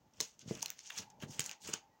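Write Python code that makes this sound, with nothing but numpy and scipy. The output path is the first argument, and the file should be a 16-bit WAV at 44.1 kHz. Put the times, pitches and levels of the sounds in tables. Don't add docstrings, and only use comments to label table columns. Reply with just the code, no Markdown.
import sys
import numpy as np
from scipy import signal
from scipy.fft import rfft, irfft
from scipy.io import wavfile

SR = 44100
rng = np.random.default_rng(int(sys.argv[2]) if len(sys.argv) > 2 else 0)


def unload_wav(signal):
    wavfile.write(
        sys.argv[1],
        SR,
        np.round(np.clip(np.atleast_2d(signal).T, -1, 1) * 32767).astype(np.int16),
    )


N = 88200


# peak t/s, peak level/dB, pitch f/Hz, burst decay/ms, share of broad snap (0-1)
AIR_POPS = [(.137, -58, 5850, 2.3, 0), (.171, -56, 5560, 1.6, 0.4), (0.204, -19.5, 5900, 1.0, 0.74),
            (0.2048, -23, 4080, 1.1, 0.36), (.2048, -41.5, 1027, 4, 0), (0.2102, -19.5, 6300, 1.1, 0.14),
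            (0.393, -43, 6000, .9, 0), (.4785, -51, 6360, 0.45, 0.3), (0.5529, -39.5, 5740, 1.7, 0),
            (0.5552, -44.5, 3600, 0.67, 0), (0.5737, -41, 6260, 0.44, 0.84),
            (0.608, -39.5, 3900, 0.63, 0.24), (.628, -19.5, 6550, .7, 0.64), (0.6299, -39, 893, 3.1, 0.1),
            (0.6598, -22.5, 4370, .6, 0.51), (0.6823, -38, 5100, .5, 0.4), (0.6941, -39, 6500, 0.86, 0.6),
            (0.7033, -23.5, 6250, 0.46, 1), (0.792, -38.5, 6200, .8, 0.05),
            (0.7909, -47.5, 2230, 0.6, 0.08), (0.902, -33, 2000, .6, 0.62), (.9042, -37, 1900, 1.2, 0.15),
            (.9048, -32, 2800, 1.4, .25), (0.9823, -32, 5300, 1.8, .1), (.986, -32, 5086, .3, 0.75),
            (1.103, -51.5, 6400, 1.8, .3), (1.204, -48, 2850, 1.4, 0.3), (1.2242, -40, 3130, 1.93, 0.64),
            (1.3464, -45, 6600, 0.29, 0.8), (1.3945, -24, 2910, .8, .05), (1.3946, -21, 7700, 1.2, 0.07),
            (1.4052, -23.5, 6300, 1.36, 0.86), (1.4419, -29, 6800, 0.2, 0.74),
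            (1.4554, -40.5, 6760, .6, 0.4), (1.4617, -29, 6960, 2.7, 0.17), (1.4944, -27, 2700, 0.37, .7),
            (1.5135, -25.5, 2360, 0.31, 1), (1.6371, -47.5, 3700, 1.1, 0.04),
            (1.6741, -35, 7400, 1.5, 0.53), (1.738, -20, 6500, .9, 0.46), (1.7398, -35.5, 1570, 2.4, 0.23),
            (1.7418, -38, 6400, .6, 0.6)]
# f/Hz, relative level/dB
SNAP_COLOUR = [(500, -33.5), (1100, -26), (1800, -6), (2900, -3), (4000, -7), (6600, 3.5), (8500, -17),
               (12500, -23.5), (15000, -6), (16500, -8)]
POP_RISE_MS = 0.3
POP_CYCLES = 18
POP_THIN = 0.5
POP_CRACK = 2.7


def pops():
    out = np.zeros(N + SR)
    ms = np.arange(1500) / SR * 1000
    noises = rng.standard_normal((len(AIR_POPS), 2, len(ms)))
    for (s, db, hz, decay_ms, snap_share), (puff, crack) in zip(AIR_POPS, noises):
        shape = (1 - np.exp(-ms / POP_RISE_MS)) * np.exp(-ms / decay_ms)
        ringing = ring(puff * shape, hz, POP_CYCLES / hz)
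        pocket = butter_filter(ringing, 4, POP_THIN * hz, "high")
        click = POP_CRACK * (np.arange(len(ms)) == shape.argmax())
        snap = colour((crack + click) * shape, SNAP_COLOUR)
        pop = (1 - snap_share) * rms_one(pocket) + snap_share * rms_one(snap)
        start = int(s * SR) - np.abs(pop).argmax()
        out[start:start + len(ms)] += from_db(db) * pop / np.abs(pop).max()
    return out[:N]


# t/s near the peak, middle-band level/dB there, swell/ms, fade/ms,
# then treble and low-mid levels relative to the middle band/dB
PEELING = [(.142, -73, 5.7, 38, -8, 2), (0.174, -68, 5.6, 25, -1, 6), (.214, -47, 7.2, 34.3, 1.5, -2),
           (0.395, -58, 1.4, 2.9, -4, -13), (0.412, -55, 5.9, 10.3, -8, -22),
           (.462, -72, 2.7, 4.5, -11, -5), (.482, -54, 4.7, 30, -21, -7), (0.504, -52.5, 11, 15, 4, 8),
           (.556, -56.5, 45, 74, 2.5, 5.5), (0.625, -39.5, 3, 4.6, 2.8, -16),
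           (0.646, -60, 3.3, 23, -16, 12), (.69, -59, 22, 30, -4, 9), (.795, -59, 20, 29, -2, -0.5),
           (0.863, -51, 16, 30, -6, -9), (.909, -60.5, 5.4, 59, 4.5, 11),
           (0.987, -41, 16.3, 12.7, 2.5, -2.5), (1.025, -53, 7.8, 9.9, 3, 4), (1.104, -67, 1.2, 8.2, -8, 7),
           (1.202, -61, 1.2, 4, -4, -3), (1.22, -54, 4.7, 4.2, 2, 7), (1.227, -59, 6.5, 13.2, 11, 18.5),
           (1.319, -54, 15, 28, 6.5, 0), (1.36, -65, 35, 43, 12, 10.5), (1.409, -42.5, 10, 19.6, -13, 0),
           (1.462, -58.5, 25, 26, 13.5, 14.5), (1.516, -53, 17, 17.3, -18, 9.5), (1.62, -57, 6, 41, 7, -25),
           (1.65, -50.5, 7.2, 12.4, 1, 2), (1.675, -52, 2.4, 16, 9.5, 3), (1.693, -49.5, 13, 19, 5.5, 10.5),
           (1.736, -33.5, 2.1, 3.7, -11, -18), (1.744, -62, 12, 19.7, -11, 23.5)]
# f/Hz, relative level/dB
CRACKLE_COLOUR = [(300, -28), (600, -13.5), (1000, -11), (1500, -9.5), (2300, -8), (2900, -3.5), (3800, -7),
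                  (5200, -3), (6600, 1), (7600, -8), (9500, -19), (13300, -31.5), (14300, -20.5),
                  (15300, -24.5), (16500, -5.5)]
LOW_MID_HZ, TREBLE_HZ = 2320, 8250
GRAINS_PER_S, GRAIN_SPREAD_DB = 9000, 3.5
CLUMP_DB, CLUMP_HZ = 1.5, 120


def crackle():
    extra_db = GRAIN_SPREAD_DB * np.minimum(rng.exponential(1, (3, N)), 5)
    sizes = from_db(extra_db) * rng.choice([-1, 1], (3, N))
    happens = rng.random((3, N)) < GRAINS_PER_S / SR
    clumps = from_db([CLUMP_DB * drift(CLUMP_HZ) for _ in range(3)])
    middle, bright, dull = [rms_one(colour(x, CRACKLE_COLOUR)) for x in sizes * happens * clumps]
    bands = [butter_filter(middle, 2, [LOW_MID_HZ, TREBLE_HZ], "band"),
             butter_filter(bright, 2, TREBLE_HZ, "high"),
             butter_filter(dull, 2, LOW_MID_HZ, "low")]
    power = np.zeros((3, N))
    for s, db, swell_ms, fade_ms, treble_db, low_db in PEELING:
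        ms = (np.arange(N) / SR - s) * 1000
        before = np.exp(np.minimum(-ms / swell_ms, 50))
        after = np.exp(np.minimum(ms / fade_ms, 50))
        band_gains = from_db([[db], [db + treble_db], [db + low_db]])
        power += (band_gains * 2 / (before + after)) ** 2
    return patchy(np.sum(np.sqrt(power) * bands, axis=0))


PATCH_DB, PATCH_HZ = 2.5, 25


def patchy(x):
    edges = 900 * 2 ** np.arange(0, 4, 1 / 3)
    out = x
    for low, high in zip(edges, edges[1:]):
        gain = from_db(PATCH_DB * drift(PATCH_HZ) - PATCH_DB / 2)
        out = out + (gain - 1) * butter_filter(x, 1, [low, high], "band")
    return out


# start t/s, peak level/dB, brightness/dB per octave
LANDINGS = [(0.206, -38.5, 18), (.219, -44.5, -1), (0.431, -53, -4), (.46, -44, -27), (0.478, -39.5, -19),
            (0.5101, -25, 1.5), (0.516, -39, 0), (0.547, -48, -5), (0.994, -45, -5), (1.225, -40.5, 17),
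            (1.235, -33, -5), (1.294, -43.5, -26), (1.394, -35, -3.5), (1.65, -56, 9), (1.689, -35.5, 6.5),
            (1.738, -39.5, 13)]
# f/Hz, level/dB before brightness and chance, time to fall 60 dB (t60)/s
COUNTER_MODES = [(140, 1, 0.065), (176, -13.5, 0.045), (213, 7, 0.04), (356.3, 3, 0.045),
                 (435.4, 0.5, 0.075), (613, -10, 0.077), (910, -13.5, .03)]
PUSH_MS = 0.74


def thuds():
    out = np.zeros(N + SR)
    t = np.arange(6000) / SR
    push = np.diff(t * np.exp(-t * 1000 / PUSH_MS), prepend=0)
    chances_db = rng.normal(0, 2, (len(LANDINGS), len(COUNTER_MODES)))
    for (s, db, tilt_db), chance_db in zip(LANDINGS, chances_db):
        thud = np.zeros(len(t))
        for (hz, mode_db, t60), extra_db in zip(COUNTER_MODES, chance_db):
            total_db = mode_db + extra_db + tilt_db * np.log2(hz / 250)
            thud += from_db(total_db) * ring(push, hz, t60)
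        start = int(s * SR)
        out[start:start + len(t)] += from_db(db) * thud / np.abs(thud).max()
    return out[:N]


# t/s, level/dB before a small random drift
PRESS_LEVEL = [(0, -69.5), (.085, -71.5), (.11, -80.5), (.2, -62.5), (.23, -59), (.28, -80), (.4, -72.5),
               (.45, -62.5), (.53, -49.5), (.58, -56), (.66, -66.5), (.8, -78), (.92, -78), (1.01, -58.5),
               (1.08, -73), (1.18, -63), (1.26, -54), (1.37, -59), (1.43, -63), (1.52, -68.5), (1.58, -85),
               (1.66, -58), (1.72, -58.5), (1.8, -70), (1.86, -85), (1.9, -70), (2, -83)]
# f/Hz, relative level/dB
GROAN_COLOUR = [(30, -5), (60, -7), (110, -2), (200, -4.5), (350, -14), (600, -14.5), (1200, -57.5)]


def pressing():
    groan = rms_one(colour(rng.standard_normal(N), GROAN_COLOUR))
    return from_db(level_curve(PRESS_LEVEL) + 1.2 * drift(28)) * groan


# middle t/s, pitch f/Hz, rms level/dB at the middle
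WHISTLE_BLIPS = [(.425, 1530, -80), (1.845, 803, -69), (1.945, 1920, -80)]
WHISTLE_MS = 31


def whistles():
    t, out = np.arange(N) / SR, np.zeros(N)
    for s, hz, db in WHISTLE_BLIPS:
        swell = np.exp(-((t - s) * 1000 / WHISTLE_MS) ** 2)
        out += from_db(db) * np.sqrt(2) * np.sin(2 * np.pi * hz * t) * swell
    return out


# f/Hz, time to fall 60 dB (t60)/s
ROOM_DECAY = [(200, 0.1), (900, 0.24), (2500, 0.21), (5500, .19), (10000, .11), (16000, 0.18)]
ROOM_GAP_MS = 6.2


def kitchen(x):
    t = np.arange(SR // 2) / SR
    tail = np.zeros(len(t))
    edges = 80 * 2 ** np.arange(0, 8.1, 0.5)
    for low, high in zip(edges, edges[1:]):
        band = butter_filter(rng.standard_normal(len(t)), 2, [low, high], "band")
        t60 = at_hz(ROOM_DECAY, np.sqrt(low * high))
        tail += band * from_db(-60 * t / t60)
    tail *= 1 - np.exp(-(t * 1000 / ROOM_GAP_MS) ** 2)
    return signal.fftconvolve(x, tail / np.sqrt(np.sum(tail ** 2)))[:N]


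# t/s, level/dB
HUM_LEVEL = [(0.0, -77), (0.47, -89.5), (0.6, -115), (0.93, -69), (1.11, -67.5), (1.39, -65.5), (1.49, -70),
             (1.88, -73), (2.0, -76.5)]
# f/Hz, relative level/dB
HISS_COLOUR = [(25, 1.5), (60, 12), (120, -25.5), (240, -6), (450, -7.5), (850, -7), (1400, -13.5),
               (2500, -17), (4000, -21), (6500, -17.5), (9000, -34.5), (12500, -33), (15200, -22.5),
               (16500, -24)]
HISS_DB = -73
HUM_HZ, HUM_WIDTH_HZ = 867.5, 132


def background():
    t60 = np.log(1000) / (np.pi * HUM_WIDTH_HZ)
    once = ring(rng.standard_normal(N), HUM_HZ, t60)
    hum = rms_one(ring(once, HUM_HZ, t60))
    hiss = rms_one(colour(rng.standard_normal(N), HISS_COLOUR))
    return from_db(level_curve(HUM_LEVEL)) * hum + from_db(HISS_DB) * hiss


def from_db(db):
    return 10 ** (np.asarray(db) / 20)


def rms_one(x):
    return x / np.sqrt(np.mean(x ** 2) + 1e-20)


def level_curve(rows):
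    s, db = np.transpose(rows)
    return np.interp(np.arange(N) / SR, s, db)


def at_hz(points, hz):
    f, value = np.transpose(points)
    return np.interp(np.log(hz + 1), np.log(f), value)


def butter_filter(x, order, hz, kind):
    return signal.sosfilt(signal.butter(order, hz, kind, fs=SR, output="sos"), x)


def colour(x, spectrum, size=4096):
    log_gain = at_hz(spectrum, np.linspace(0, SR / 2, size // 2 + 1)) * np.log(10) / 20
    cepstrum = irfft(log_gain)
    cepstrum[1:size // 2] *= 2
    cepstrum[size // 2 + 1:] = 0
    return signal.fftconvolve(x, irfft(np.exp(rfft(cepstrum))))[:len(x)]


def drift(hz):
    r = np.exp(-2 * np.pi * hz / SR)
    noise = rng.standard_normal(N + SR)
    return rms_one(signal.lfilter([1], [1, -2 * r, r * r], noise)[SR:])


def ring(x, hz, t60):
    r, w = from_db(-60 / (t60 * SR)), 2 * np.pi * hz / SR
    return signal.lfilter([0, np.sin(w)], [1, -2 * r * np.cos(w), r * r], x + 1e-18)


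ROOM_DB, ROOM_THUD_DB = -14.5, -10


def scene():
    slime = pops() + crackle()
    counter = thuds()
    room = kitchen(from_db(ROOM_DB) * slime + from_db(ROOM_THUD_DB) * counter)
    return (slime + counter + pressing() + room + background() + whistles())[None]


BASS_CUT_HZ, TOP_STOP_HZ = 109.4, 16600


def record(dry):
    thin = butter_filter(dry, 2, BASS_CUT_HZ, "high")
    return signal.sosfilt(signal.cheby2(14, 60, TOP_STOP_HZ, fs=SR, output="sos"), thin)


dry = scene()
out = record(dry)
unload_wav(out)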